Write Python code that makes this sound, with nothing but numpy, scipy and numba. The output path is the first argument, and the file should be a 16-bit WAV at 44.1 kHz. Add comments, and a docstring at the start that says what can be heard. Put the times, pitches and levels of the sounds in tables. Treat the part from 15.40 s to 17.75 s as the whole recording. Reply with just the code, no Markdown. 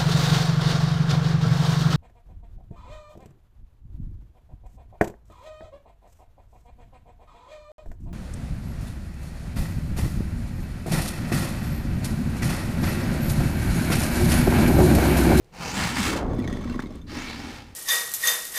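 """Bear huffing in a steel cage.

A long double huff: a hiss opens into a roaring blast over a fluttering throat. The bear lunges:
air rumbles, the hollow floor knocks, the mesh rattles, straw crackles. A weaker huff follows.
Heard from just outside the bars, through a limiter."""
import sys
import numpy as np
from scipy import signal
from scipy.fft import rfft, irfft
from scipy.io import wavfile
from scipy.ndimage import uniform_filter1d, minimum_filter1d
from numba import njit

SR = 44100
rng = np.random.default_rng(int(sys.argv[2]) if len(sys.argv) > 2 else 0)


def wav_record(signal):
    """Record a signal, one row per channel, as 16-bit PCM in the file named by sys.argv[1]."""
    frames = np.transpose(np.atleast_2d(signal))
    bounded = np.clip(frames, -1, 1)
    # unit amplitude maps onto the largest positive 16-bit level
    quanta = np.round(bounded * 32767).astype(np.int16)
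    wavfile.write(sys.argv[1], SR, quanta)


N = 103635

# hollow floor modes: freq_hz, gain_db, t60_s
FLOOR_MODES = [(210, -9, 0.11), (243.2, 7.5, 0.09), (290, 2, 0.06), (318, -10.5, 0.063), (346, -9, 0.117)]
# spectrum of straw and wire cracks: freq_hz, gain_db
CRACKLE_SPECTRUM = [(300, -32), (1000, 2.5), (2500, -7), (3500, -6), (6300, -16.5), (8000, -17.5),
                    (15000, -29)]


def undb(db):
    """Decibels to gain."""
    return 10 ** (np.asarray(db) / 20)


def unit(x):
    """Scale to rms 1."""
    return x / np.sqrt(np.mean(x ** 2))


def noise():
    """White noise."""
    return rng.standard_normal(N)


def waver(rate_hz):
    """Smooth random drift, rms 1."""
    span = int(SR / rate_hz)
    return unit(uniform_filter1d(uniform_filter1d(noise(), span), span))


def curve(rows, column=1):
    """Table column, interpolated in time."""
    rows = np.array(rows)
    return np.interp(np.arange(N) / SR, rows[:, 0], rows[:, column])


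def swell(rows, column=1):
    """Gain from a dB column, fading beyond its ends."""
    t = np.arange(N) / SR
    outside_s = np.maximum(rows[0][0] - t, 0) + np.maximum(t - rows[-1][0], 0)
    return undb(curve(rows, column)) * np.exp(-outside_s / .018)


def colour(x, spectrum):
    """Shape by (freq_hz, gain_db) points, steep cut below the first; rms 1."""
    hz, db = np.array(spectrum).T
    bins_hz = np.maximum(np.arange(N + 1) * SR / (2 * N), 1)
    gain = undb(np.interp(np.log(bins_hz), np.log(hz), db))
    low_cut = np.minimum(bins_hz / hz[0], 1) ** 3
    return unit(irfft(rfft(x, 2 * N) * gain * low_cut)[:N])


@njit
def svf(x, hz, width_hz):
    """State-variable filter: band-pass and low-pass outputs."""
    y = np.empty((2, len(x)))
    band_state, low_state = 0., 0.
    for i in range(len(x)):
        g, damping = np.tan(np.pi * hz[i] / SR), width_hz[i] / hz[i]
        band = (band_state + g * (x[i] - low_state)) / (1 + g * (g + damping))
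        y[0, i], y[1, i] = damping * band, low_state + g * band
        band_state = 2 * band - band_state
        low_state += 2 * g * band
    return y


def resonate(x, hz, width_hz):
    """Band-pass with a constant or moving centre."""
    return svf(x, hz * np.ones(N), width_hz * np.ones(N))[0]


@njit
def follow(x, keep):
    """Peak follower."""
    y, peak = np.empty(len(x)), 0.
    for i in range(len(x)):
        peak = max(abs(x[i]), peak * keep)
        y[i] = peak
    return y


def steady(x, span_s=.0425):
    """Even out slow level swings."""
    return x / np.sqrt(uniform_filter1d(x ** 2, int(span_s * SR)) + 1e-12)


def strikes(rows):
    """Impulses from (start_s, level_db) rows."""
    out = np.zeros(N)
    for start_s, db in rows:
        out[int(start_s * SR)] += undb(db)
    return out


def grains(rate_hz, spread_db):
    """Random tiny impacts of uneven size."""
    hits = (rng.random(N) < rate_hz / SR) * np.sign(noise())
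    return hits * undb(spread_db * np.clip(noise(), -2, 2))


def ring(modes, scatter_db=0):
    """Struck body, peak 1; scatter randomises the mode weights."""
    t = np.arange(SR // 3) / SR
    out = np.zeros(len(t))
    for hz, db, t60_s in modes:
        weight = undb(db + scatter_db * rng.standard_normal())
        out += weight * np.sin(2 * np.pi * hz * t) * np.exp(-np.log(1000) * t / t60_s)
    return out / np.abs(out).max()


def play(x, response):
    """Convolve with a response."""
    return signal.fftconvolve(x, response)[:N]


def burst(start_s, db, sound, decay_s):
    """Sudden onset, exponential decay."""
    t = np.arange(SR // 20) / SR
    return play(strikes([(start_s, db)]), unit(sound)[:len(t)] * np.exp(-t / decay_s) / 2)


def outdoor_air():
    """Faint steady background."""
    # ambient noise: freq_hz, gain_db
    spectrum = [(25, 3.5), (70, -9.5), (150, -2.5), (270, -27), (350, -8.5), (700, -19.5), (1100, -26),
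                (2000, -27), (15000, -44.5)]
    return undb(-55.5) * colour(noise(), spectrum)


def walls(x, wet_db=-13, decay_s=.0059):
    """Quick reflections from close steel walls."""
    t = np.arange(SR // 6) / SR
    echoes = grains(rate_hz=630, spread_db=3.5)[:len(t)] * np.exp(-t / decay_s) * (t > .002)
    wet = play(x, echoes / np.linalg.norm(echoes))
    return (x + undb(wet_db) * wet) / np.hypot(1, undb(wet_db))


def snaps():
    """Dry stalks break with short bright ticks."""
    # breaking straws: start_s, level_db, pitch_hz
    breaks = [(.045, -49.5, 5000), (.95, -46, 10000), (.993, -35, 10000), (1.079, -38, 6500),
              (1.1283, -36, 6100), (1.44, -51, 12500), (1.556, -42, 9200)]
    return sum(burst(start_s, db, resonate(noise(), hz, width_hz=3500), decay_s=.0017)
               for start_s, db, hz in breaks)


def mesh_ring():
    """One spot on the mesh, with its own tuning and mode mix."""
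    # mesh modes: freq_hz, gain_db, t60_s
    modes = [(590, 2.5, 0.11), (758, -8.5, 0.14), (1090, 0, 0.13), (1562, -6.5, .07), (2010, -0.5, 0.022),
             (2170, -6, 0.043), (3410, -5, 0.02), (4070, -8, 0.029), (4990, -4.5, .025), (6200, -5, .03)]
    detuned = [(hz * np.exp(.04 * rng.standard_normal()), db, t60_s) for hz, db, t60_s in modes]
    return ring(detuned, scatter_db=5)


def jingle(spots):
    """Small taps at several spots on the mesh."""
    return unit(sum(play(grains(rate_hz=800 / spots, spread_db=4), mesh_ring()) for _ in range(spots)))


def clacks():
    """The mesh slaps its frame and bounces once."""
    # slaps: start_s, level_db
    slaps = [(1.3922, -24), (1.3965, -28)]
    # slap noise: freq_hz, gain_db
    spectrum = [(450, 0), (1900, 2), (2600, -20), (6400, -18), (12000, -38)]
    return sum(burst(start_s, db, colour(noise(), spectrum), decay_s=.004) for start_s, db in slaps)


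def rattle(start_s, db, pitch_hz, crack_s=.0025):
    """A loose wire cracks against its neighbour, rings, shakes the mesh and bounces."""
    # wire partials: freq_ratio, gain_db, t60_s
    partials = [(1, 0, .045), (1.77, -6, .035), (3.25, -16, .02)]
    t = np.arange(SR // 3) / SR
    wire = ring([(pitch_hz * ratio, gain_db, t60_s) for ratio, gain_db, t60_s in partials], scatter_db=1)
    crack = colour(noise(), CRACKLE_SPECTRUM)[:len(t)] * np.exp(-t / crack_s)
    bounce_s = rng.uniform(.003, .014)
    hits = strikes([(start_s, db), (start_s + bounce_s, db - 6)])
    return play(hits, wire + undb(-8) * mesh_ring() + undb(-10) * crack)


def knock(start_s, peak_db):
    """A padded paw drives one low band of the floor: a boom, no click."""
    floor = play(strikes([(start_s, 0)]), ring(FLOOR_MODES, scatter_db=.5))
    boom = resonate(floor, hz=273, width_hz=270)
    return undb(peak_db) * boom / np.abs(boom).max()


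def cage():
    """Paws knock the floor, shake the mesh and stir the straw. Returns highs, lows."""
    # paw falls: start_s, peak_db
    paw_falls = [(0.762, -24), (0.989, -9), (1.051, -23), (1.084, -31), (1.127, -23), (1.299, -22),
                 (1.36, -19.5), (1.393, -20), (1.436, -22), (1.46, -26), (1.506, -30), (1.559, -30)]
    # wire hits: start_s, level_db, pitch_hz
    wire_hits = [(.9913, -33, 1950), (1.0232, -38, 2380), (1.0422, -35, 2190), (1.0765, -28, 1920),
                 (1.077, -29, 610), (1.098, -32, 700), (1.102, -39, 1870), (1.1265, -33, 1900),
                 (1.149, -41, 3400), (1.172, -37, 1950), (1.2387, -35, 1290), (1.2758, -33, 1100),
                 (1.2976, -33, 1530), (1.299, -41, 4300), (1.322, -42, 2720), (1.344, -32, 1090),
                 (1.402, -36, 2010), (1.4378, -38, 1130), (1.4597, -39, 2110), (1.5068, -38, 600),
                 (1.6159, -47, 3570)]
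    # scuffling in the bedding: time_s, gain_db
    scuffle = [(.8, -11), (.95, -1), (1.1, -1), (1.25, 1), (1.38, -1), (1.48, -6.5), (1.59, -6),
               (1.635, -20)]
    knocks = sum(knock(*row) for row in paw_falls)
    rattles = sum(rattle(*row) for row in wire_hits)
    flicker = np.exp(.45 * waver(rate_hz=200))
    straw = undb(-50.5) * colour(noise() * flicker, CRACKLE_SPECTRUM)
    treads = grains(rate_hz=200, spread_db=2)
    mesh = undb(-48) * jingle(spots=8)
    floor = undb(-35) * steady(play(treads, ring(FLOOR_MODES)), span_s=.12)
    motion = swell(scuffle)
    return rattles + clacks() + snaps() + (straw + mesh) * motion, knocks + floor * motion


def rush():
    """Buffeting air after the blast dulls as it slows."""
    # gust: time_s, level_db, cutoff_hz
    gust = [(.62, -64, 1501), (.71, -29, 1420), (.79, -31, 1070), (.85, -27.5, 694), (.92, -30.5, 585),
            (1., -35, 466), (1.3, -41, 413), (1.55, -51, 397)]
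    cutoff_hz = curve(gust, 2)
    puffs = unit(grains(rate_hz=1200, spread_db=2))
    eddies = colour(puffs + noise(), [(170, 1.5), (1500, -6.5), (6000, -24), (15000, -24)])
    _, dulled = svf(eddies, cutoff_hz, 1.76 * cutoff_hz)
    return steady(dulled) * swell(gust)


def rumble():
    """Low air rumble of the lunge."""
    # rumble envelope: time_s, level_db
    envelope = [(.55, -39), (.79, -36.5), (.85, -28), (.96, -28), (1.03, -31), (1.12, -29), (1.17, -34.5),
                (1.32, -32.5), (1.45, -39), (1.65, -39.5), (2.35, -49)]
    # rumble noise: freq_hz, gain_db
    spectrum = [(18, -40), (27, 10), (45, -5.5), (65, 6.5), (90, 3), (125, -3), (165, -4), (260, -16),
                (600, -85)]
    return steady(colour(noise(), spectrum), span_s=.041) * swell(envelope)


def chest():
    """Deep noise under each huff."""
    # chest noise: freq_hz, gain_db
    spectrum = [(15, -64), (30, -4.5), (60, 1), (120, -2), (180, -1.5), (400, -48)]
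    return steady(colour(noise(), spectrum))


def flutter(rate_hz=76.52, jitter=.35, spread_db=2.1, flap_s=.0093, depth=.16):
    """Irregular throat flaps: their pulses and the gain they put on the airflow."""
    gap_draw, size_draw = rng.standard_normal((600, 2)).T
    onsets = (np.cumsum(np.exp(jitter * gap_draw)) * SR / rate_hz).astype(int)
    pulses = np.zeros(N)
    pulses[onsets[onsets < N]] = undb(spread_db * size_draw[onsets < N])
    flaps = play(pulses, np.hanning(int(flap_s * SR)))
    return unit(pulses), np.exp(depth * unit(flaps - flaps.mean()))


def throat(pulses, hz, width_hz, turbulence):
    """Flaps and turbulence drive the low throat resonance."""
    drive = pulses + turbulence * noise()
    return steady(resonate(resonate(drive, hz, width_hz), hz, width_hz))


def growl(centre_hz, wobble=.075, shimmer=.4):
    """Hoarse tone, unsteady in pitch and level."""
    pitch_hz = centre_hz * np.exp(wobble * waver(rate_hz=103))
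    tone = np.sin(2 * np.pi * np.cumsum(pitch_hz) / SR)
    return unit(tone * np.exp(shimmer * waver(rate_hz=67)))


def breath(airflow, spectrum):
    """Turbulent air through moving mouth and nostril resonances."""
    # lowest mouth resonance: time_s, centre_hz
    mouth_track = [(.15, 700), (.43, 775), (.6, 1080), (1.9, 1100), (2.05, 800)]
    # nostril resonance: time_s, centre_hz, gain_db
    nose_track = [(.15, 5030, -38), (.3, 6300, 8.5), (.42, 8500, -6), (.7, 7940, -13), (1.68, 4300, 5),
                  (1.77, 5500, 0), (1.835, 7160, 3), (1.88, 4100, -3), (1.93, 4350, 5), (2.05, 5730, -5.5),
                  (2.3, 5060, -32)]
    air = colour(noise() * airflow, spectrum)
    mouth = undb(-6.5) * resonate(air, curve(mouth_track), width_hz=170)
    nose = undb(curve(nose_track, 2)) * resonate(air, curve(nose_track), width_hz=750)
    return unit(air + mouth + nose)


def weak_huff():
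    """Softer air, shaped by the lips, over throat and chest. Returns highs, lows."""
    # huff envelopes: time_s, air_db, throat_db
    envelopes = [(1.655, -96, -44), (1.672, -54.5, -44), (1.7, -44, -41.5), (1.765, -37, -32.5),
                 (1.85, -37.5, -41), (1.95, -40.5, -40), (2.09, -40.5, -38), (2.18, -42, -50.5),
                 (2.235, -49.5, -48), (2.35, -57.5, -57.5)]
    # air stream: freq_hz, gain_db
    spectrum = [(250, -33), (420, -2), (620, -4), (790, 0), (921, -3), (1490, -3), (2140, -4), (3320, -7),
                (4430, -8), (15000, -31)]
    # lip resonance: time_s, centre_hz, gain_db
    lip_track = [(1.72, 1800, -7), (1.81, 2140, 3.5), (1.9, 2350, 2.5), (2.1, 2150, -15)]
    pulses, airflow = flutter()
    lows = throat(pulses, hz=257, width_hz=99, turbulence=1.53) + undb(-7) * chest()
    air = breath(airflow, spectrum)
    lips = undb(curve(lip_track, 2)) * resonate(air, curve(lip_track), width_hz=300)
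    return unit(air + lips) * swell(envelopes), lows * swell(envelopes, 2)


def double_huff(treble_hz=4500):
    """A hiss opens into two surges of air over throat, chest and growl. Returns highs, lows."""
    # narrow-mouthed hiss: time_s, level_db
    hiss_track = [(.105, -87), (.13, -54), (.15, -46), (.2, -40), (.22, -33.5), (.3, -32), (.37, -38.5),
                  (.45, -33), (.55, -65)]
    # hiss noise: freq_hz, gain_db
    hiss_spectrum = [(250, -47), (420, -4.5), (850, 0), (1900, -7), (2530, -4), (3530, -15.5), (4490, -8.5),
                     (6460, -15), (15500, -31.5)]
    # open-mouthed blast: time_s, level_db, treble_db
    blast_track = [(.3, -45.5, -3), (.36, -31, 1.5), (.43, -25, -2), (.465, -26.5, -3), (.5, -29.5, 2),
                   (.54, -30.5, -4), (.585, -25, 1), (.665, -25, 4), (.705, -23, 2), (.717, -35, 5),
                   (.73, -30.5, 5.5), (.757, -36.5, -6), (.768, -31, 2.5), (.8, -39.5, -5),
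                   (.83, -44.5, -13)]
    # blast noise: freq_hz, gain_db
    blast_spectrum = [(240, -22), (400, -20), (633, -6), (772, -2), (2060, -1.5), (3680, -8), (4350, -8),
                      (8930, -16), (15500, -28.5)]
    # throat flutter: time_s, level_db, resonance_hz
    throat_track = [(.12, -59, 189), (.21, -37, 165), (.32, -34.5, 196), (.345, -31.5, 196),
                    (.425, -27, 191), (.46, -29.5, 150), (.51, -31, 227), (.548, -34, 242),
                    (.595, -23.5, 232), (.62, -23.5, 180), (.638, -33, 225), (.67, -22.5, 256),
                    (.707, -23.5, 330), (.735, -30, 288), (.765, -26, 245), (.81, -45, 246)]
    pulses, airflow = flutter()
    hiss = breath(airflow, hiss_spectrum) * swell(hiss_track)
    air = breath(airflow, blast_spectrum)
    body = signal.sosfiltfilt(signal.butter(1, treble_hz, fs=SR, output="sos"), air)
    treble = (air - body) * undb(curve(blast_track, 2))
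    blast = (body + treble) * swell(blast_track)
    throat_hz = curve(throat_track, 2)
    lows = throat(pulses, throat_hz, width_hz=208, turbulence=1) + chest() + growl(throat_hz)
    return hiss + blast, unit(lows) * swell(throat_track)


def scene():
    """Bear and cage over outdoor air; only the highs reflect off the walls."""
    highs, lows = np.sum([double_huff(), weak_huff(), cage()], axis=0)
    return (walls(highs) + lows + rush() + rumble() + outdoor_air())[None]


def record(dry):
    """Fast peak limiter, then a steep low-pass."""
    limit_db, release_s, cutoff_hz = -15.5, .019, 15500
    peak = follow(dry[0], np.exp(-1 / (release_s * SR)))
    gain = np.minimum(1, undb(limit_db) / (peak + 1e-9))
    smooth_gain = uniform_filter1d(minimum_filter1d(gain, size=45), size=45)
    return signal.sosfilt(signal.ellip(10, .2, 80, cutoff_hz, fs=SR, output="sos"), dry * smooth_gain)


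dry = scene()
out = record(dry)
wav_record(out)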